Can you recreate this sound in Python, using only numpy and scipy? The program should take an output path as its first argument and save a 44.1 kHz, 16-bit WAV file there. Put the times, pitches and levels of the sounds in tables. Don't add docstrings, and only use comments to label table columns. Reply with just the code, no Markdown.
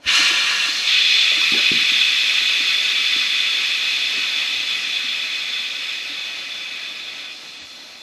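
import sys
import numpy as np
from scipy import signal
from scipy.fft import rfft, irfft, next_fast_len
from scipy.io import wavfile
from scipy.ndimage import uniform_filter1d

SR = 44100
rng = np.random.default_rng(int(sys.argv[2]) if len(sys.argv) > 2 else 0)


def volts_from_decibels(level):
    exponent = np.asarray(level, float) / 20
    return 10 ** exponent


def inscribe(sig):
    pcm = np.round(np.clip(np.atleast_2d(sig).T, -1, 1) * 32767)
    wavfile.write(sys.argv[1], SR, pcm.astype(np.int16))


N = 353682
LENGTH = next_fast_len(N)
BIN_HZ = np.fft.rfftfreq(LENGTH, 1 / SR)


def evened(x):
    return x / np.sqrt(np.mean(x ** 2) + 1e-20)


def read(points, hz):
    point_hz, value = np.transpose(points)
    return np.interp(np.log(hz + 1), np.log(point_hz + 1), value)


def bell(x, centre, width):
    return np.exp(-np.log(16) * ((x - centre) / width) ** 2)


def band_db(field_db, hz, lo_hz, hi_hz):
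    inside = (hz > lo_hz) & (hz < hi_hz)
    return 10 * np.log10((volts_from_decibels(field_db[inside]) ** 2).sum())


def wander(slow_hz, fast_hz):
    t = np.arange(0, N + 128, 128) / SR
    drift = 0
    for f in np.geomspace(slow_hz, fast_hz, 30):
        drift = drift + np.sin(2 * np.pi * (f * t + rng.random())) / np.sqrt(f)
    return evened(np.interp(np.arange(N) / SR, t, drift))


def noise(patchy_db):
    # hz, correlation_0_to_1
    likeness = [(30, .97), (250, .982), (700, .99), (1100, .9995), (1700, 1), (10300, 1), (11000, 1),
                (12000, .55), (13000, .35), (15000, .35)]
    # hz, left_lead_rad
    left_lead = [(10500, .001), (11500, .3), (12500, 1.9), (15000, 1.7)]
    hz = np.fft.rfftfreq(512, 1 / SR)
    a, b, c, d, patches = rng.standard_normal((N // 128 + 5, len(hz), 5)).T
    patches = uniform_filter1d(patches, size=8, axis=0)
    patches = evened(uniform_filter1d(patches, size=24, axis=1))
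    same = np.clip(read(likeness, hz), -1, 1)[:, None]
    left = a + 1j * b
    right = same * left + np.sqrt(1 - same ** 2) * (c + 1j * d)
    right = right * np.exp(-1j * read(left_lead, hz))[:, None]
    z = np.array([left, right]) * volts_from_decibels(patchy_db * patches)
    white = signal.istft(z, nperseg=512, noverlap=384)[1][:, :N]
    return rfft(evened(white), LENGTH)


def rumble():
    # hz, relative_density_db
    wash_colour = [(100, -1.5), (190, -2.5), (290, 2), (380, -7.5), (600, -1), (900, -6), (1600, -17),
                   (2200, -12), (4000, -40)]
    # centre_s, half_height_width_s, gain_db
    swells = [(1.2, 1.4, 3), (4.6, 1.17, 8), (6.4, 0.96, 6), (7.5, 1.25, 3.5), (7.69, 0.077, -5)]
    wash_db, drift_db = -54.5, 1.0
    t = np.arange(N) / SR
    wash = irfft(noise(patchy_db=1.5) * volts_from_decibels(read(wash_colour, BIN_HZ)), LENGTH)[:, :N]
    swell_db = sum(db * bell(t, s, width_s) for s, width_s, db in swells)
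    return volts_from_decibels(wash_db + swell_db + drift_db * wander(0.478, 9)) * evened(wash)


def drag():
    start_s, length_s, slips = 1.519, 0.082, 7
    start_db, fade_db, jitter_db = -23.5, -14, 1.5
    pitch_hz, pitch_jitter, cycles = (250, 600), 0.052, (2.2, 6.6)
    part = np.linspace(0, 1, num=slips)
    chance = rng.standard_normal((slips, 2))
    slip_s = start_s + length_s * part
    slip_db = start_db + fade_db * part ** 2 + jitter_db * chance[:, 0]
    slip_hz = np.interp(part, [0, 1], pitch_hz) * (1 + pitch_jitter * chance[:, 1])
    slip_cycles = np.interp(part, [0, 1], cycles)
    return list(zip(slip_s, slip_db, slip_hz, slip_cycles))


def bumps():
    # start_s, push_peak_db, pitch_hz, cycles
    contacts = [(0.046, -27.5, 66.4, 3.1), (.185, -30, 300, 9.9), (.305, -30.5, 330, 8),
                (.679, -35.5, 310, 7.6), (1.318, -26.5, 575, 3.1), (1.362, -34, 315, 13),
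                (1.412, -31, 1060, 11), (1.534, -31.5, 820, 13), (1.7155, -13, 270, 1.55),
                (1.916, -31.5, 246, 2.6), (2.41, -40, 281, 6.7), (2.598, -34, 293, 6.4),
                (2.808, -34, 600, 4), (3.158, -31, 270, 3.6), (4.125, -39, 454, 14),
                (4.17, -36.5, 293, 7.6), (4.56, -44, 90.5, 4), (5.03, -41, 260, 9.9), (6.085, -42, 296, 15),
                (7.6, -43, 77, 6)]
    # pitch_hz, relative_db, t60_s
    board_modes = [(110, -18, 0.22), (183.5, 0.5, 0.58), (237, 5.5, 0.26), (301.3, -4.5, 0.52),
                   (510, -15, .12), (711, -14, .2)]
    walls_t60_s, boards_db, walls_db = 0.3, -22.5, -2.5
    pushes = np.zeros(N + SR)
    t = np.arange(SR // 2) / SR
    scuff = evened(uniform_filter1d(rng.standard_normal(N + SR), size=120))
    for start_s, db, hz, cycles in contacts + drag():
        start = round(start_s * SR)
        turns = np.arange(0, max(cycles, .6), hz / SR)
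        wobble_rad = 0.67 * np.tanh(cycles / 5) * scuff[start:][:len(turns)]
        push = np.sin(2 * np.pi * turns + wobble_rad) * np.hanning(len(turns))
        pushes[start:][:len(turns)] += volts_from_decibels(db) * push
    boards = sum(volts_from_decibels(db - 60 * t / t60_s) * np.sin(2 * np.pi * hz * t) for hz, db, t60_s in board_modes)
    boards = boards / np.linalg.norm(boards) * volts_from_decibels(boards_db)
    walls = volts_from_decibels(-60 * t / walls_t60_s) * rng.standard_normal((2, len(t)))
    walls = walls / np.linalg.norm(walls[0]) * volts_from_decibels(walls_db)
    ringing = signal.fftconvolve(pushes, boards)[:N]
    tail = signal.fftconvolve(pushes[None], walls, axes=1)[:, :N]
    return pushes[:N] + ringing + 1.45 * tail.mean(0) + 0.058 * tail


def echoes_db(width_hz):
    teeth = rng.uniform(-1, 1, 800)
    return evened(np.interp(BIN_HZ, np.arange(800) * width_hz, teeth))


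def flow():
    # time_s, flow_db
    opening = [(0.0, -67), (.055, -49), (.078, -31), (.15, -23.5), (.4, -30), (.6, -31), (.78, -30.5),
               (.855, -32.5), (.885, -30)]
    # start_s, shaded_0_to_1, slack_0_to_1, ring_db, airy_top_db
    stages = np.array([(0, .79, 0.04, 10.5, -16), (.685, 0.24, 0.4, 6.5, -18), (.87, 0, 0.33, 13.5, -18.7),
                       (1.4, 0, 0.19, 13, -16.5), (7.322, 0.02, 0.52, 8, -17.5), (7.645, 0, 0.52, 7, -16)])
    # centre_s, half_height_width_s, ring_db, airy_top_db
    wavers = [(0.043, 0.031, 2.5, 7), (0.08, 0.047, 3.5, -2), (0.2, 0.14, -2, -2.5), (.95, 0.088, 1, -0.5),
              (1.374, 0.1, -2.5, 1), (7.61, 0.055, 2, -9), (7.69, .08, -3, .1)]
    bleed_from_s, bleed_s, bleed_db, bleed_bend = 0.97, 6.134, -13.5, 1.795
    change_s = 0.039
    ring_db_per_sag_db, top_db_per_sag_db = 0.15, -0.042
    ring_starts_db, ring_full_db = -58, -49
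    t = np.arange(N) / SR
    sag_db = bleed_db * (np.maximum(t - bleed_from_s, 0) / bleed_s) ** bleed_bend
    level_db = np.interp(t, *np.transpose(opening)) + sag_db
    changes = np.clip((t - stages[1:, :1]) / change_s + .5, 0, 1)
    steps = np.diff(stages[:, 1:], axis=0).T
    shaded, slack, ring_db, top_db = stages[0, 1:, None] + steps @ changes
    peak_db = np.maximum.accumulate(level_db)
    waking = np.clip((peak_db - ring_starts_db) / (ring_full_db - ring_starts_db), .25, 1)
    ring_db = waking * ring_db + ring_db_per_sag_db * sag_db
    ring_db = ring_db + sum(db * bell(t, s, width_s) for s, width_s, db, _ in wavers)
    top_db = top_db + top_db_per_sag_db * sag_db
    top_db = top_db + sum(db * bell(t, s, width_s) for s, width_s, _, db in wavers)
    return level_db, np.clip(shaded, 0, 1), np.clip(slack, 0, 1), ring_db, top_db


def jet():
    # hz, relative_density_db
    free_colour = [(700, -23.5), (1200, -17), (1800, -8.5), (2400, 0.8), (3700, -0.95), (4150, -7),
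                   (4600, -9), (6500, -19.5), (8100, -24.5), (8800, -34.5), (9300, -36.5), (10700, -24.5),
                   (11600, -30.5), (13600, -30)]
    shaded_colour = [(300, -22), (770, -20), (1630, -3.5), (2170, -6), (2420, 1), (3080, -1.5), (3260, -8),
                     (3550, -1), (4000, -9.5), (4300, -3), (4600, -15), (5700, -13.5), (9030, -28.5),
                     (10400, -26), (13600, -34)]
    slack_colour = [(900, -30.5), (1490, -30.5), (2100, -8), (2460, -2), (3050, -6), (3480, -0.5),
                    (3860, -5), (4150, 1.5), (4440, -4.5), (4820, -9), (5890, -17), (9640, -36),
                    (10700, -32), (13600, -35)]
    # centre_hz, half_height_width_hz, gain_db
    ripple = [(905, 45, 3.3), (973, 62, -4.4), (1139, 34, 3.3), (1315, 66, 6.6), (1407, 66, -6.6),
              (1498, 46, 6.6), (1819, 60, 4.2), (1914, 44, 5.4), (2015, 116, 4.7), (2148, 25, -4.4),
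              (2515, 271, 8.5), (2799, 72, -3.7), (3058, 55, -3.8), (3179, 86, -8.1), (3272, 148, 3.5),
              (3464, 48, 6.9), (3541, 94, 8.9), (3894, 52, 5.0), (3950, 97, -4.3), (4127, 41, 4.2),
              (4445, 69, 3.8), (4967, 85, 6.7), (5188, 172, 6.5), (5685, 78, 5.5), (6031, 50, 6.6),
              (6280, 61, 8.6), (6507, 166, 4.9), (6758, 60, 4.9), (6981, 59, -4.5), (7602, 246, -3.9)]
    # centre_hz, half_height_width_hz, gain_db
    notch_hz, notch_width_hz, notch_db = (9010, 160, -24)
    hz = BIN_HZ
    level_db, shaded, slack, ring_db, top_db = flow()
    free_db = read(free_colour, hz) + 2.13 * echoes_db(44.89)
    free_db += sum(db * bell(hz, f, width_hz) for f, width_hz, db in ripple)
    shaded_db = read(shaded_colour, hz) + 3.5 * echoes_db(59.94)
    slack_db = read(slack_colour, hz) + 2.6 * echoes_db(60)
    free = np.maximum(1 - shaded - slack, 0)
    colours = [(free_db, free), (shaded_db, shaded), (slack_db, slack)]
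    low_band = 1 / (1 + (hz / 1650) ** 8)
    ring_band = (1 - low_band) / (1 + (hz / 4500) ** 12)
    top_band = 1. * (hz > notch_hz)
    hiss_band = 1 - low_band - ring_band - top_band
    roar = volts_from_decibels(-.3 * (np.maximum(level_db, -46) + 33.5))
    source = noise(patchy_db=0.73)
    out = np.zeros((2, N))
    for colour_db, share in colours:
        colour_db = colour_db + notch_db * bell(hz, notch_hz, notch_width_hz)
        colour_db -= band_db(colour_db, hz, 4500, 8000) - 10 * np.log10(len(hz))
        own_hiss = band_db(colour_db, hz, 4500, 8000)
        own_ring = band_db(colour_db, hz, 1800, 4300) - own_hiss
        own_top = band_db(colour_db, hz, 9300, 14000) - own_hiss
        parts = [(low_band, roar), (ring_band, volts_from_decibels(ring_db - own_ring)),
                 (top_band, volts_from_decibels(top_db - own_top)), (hiss_band, 1)]
        for band, gain in parts:
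            out += share * gain * irfft(source * band * volts_from_decibels(colour_db), LENGTH)[:, :N]
    out /= np.sqrt(sum(share ** 2 for _, share in colours) * .5 + .5)
    flutter_db = 0.3 * wander(2.5, 40)
    return out * volts_from_decibels(level_db + flutter_db)


def scene():
    return jet() + rumble() + bumps()


def roll_off(x):
    return signal.sosfilt(signal.butter(12, 15040, fs=SR, output="sos"), x)


def record(dry):
    # hz, gain_db
    response = [(20, -28), (50, -13), (100, -9.5), (200, -3), (300, 0.07), (13600, 0.08), (14300, -9),
                (14900, -27)]
    heard = irfft(rfft(dry, LENGTH) * volts_from_decibels(read(response, BIN_HZ)), LENGTH)[:, :N]
    return roll_off(heard)


dry = scene()
out = record(dry)
inscribe(out)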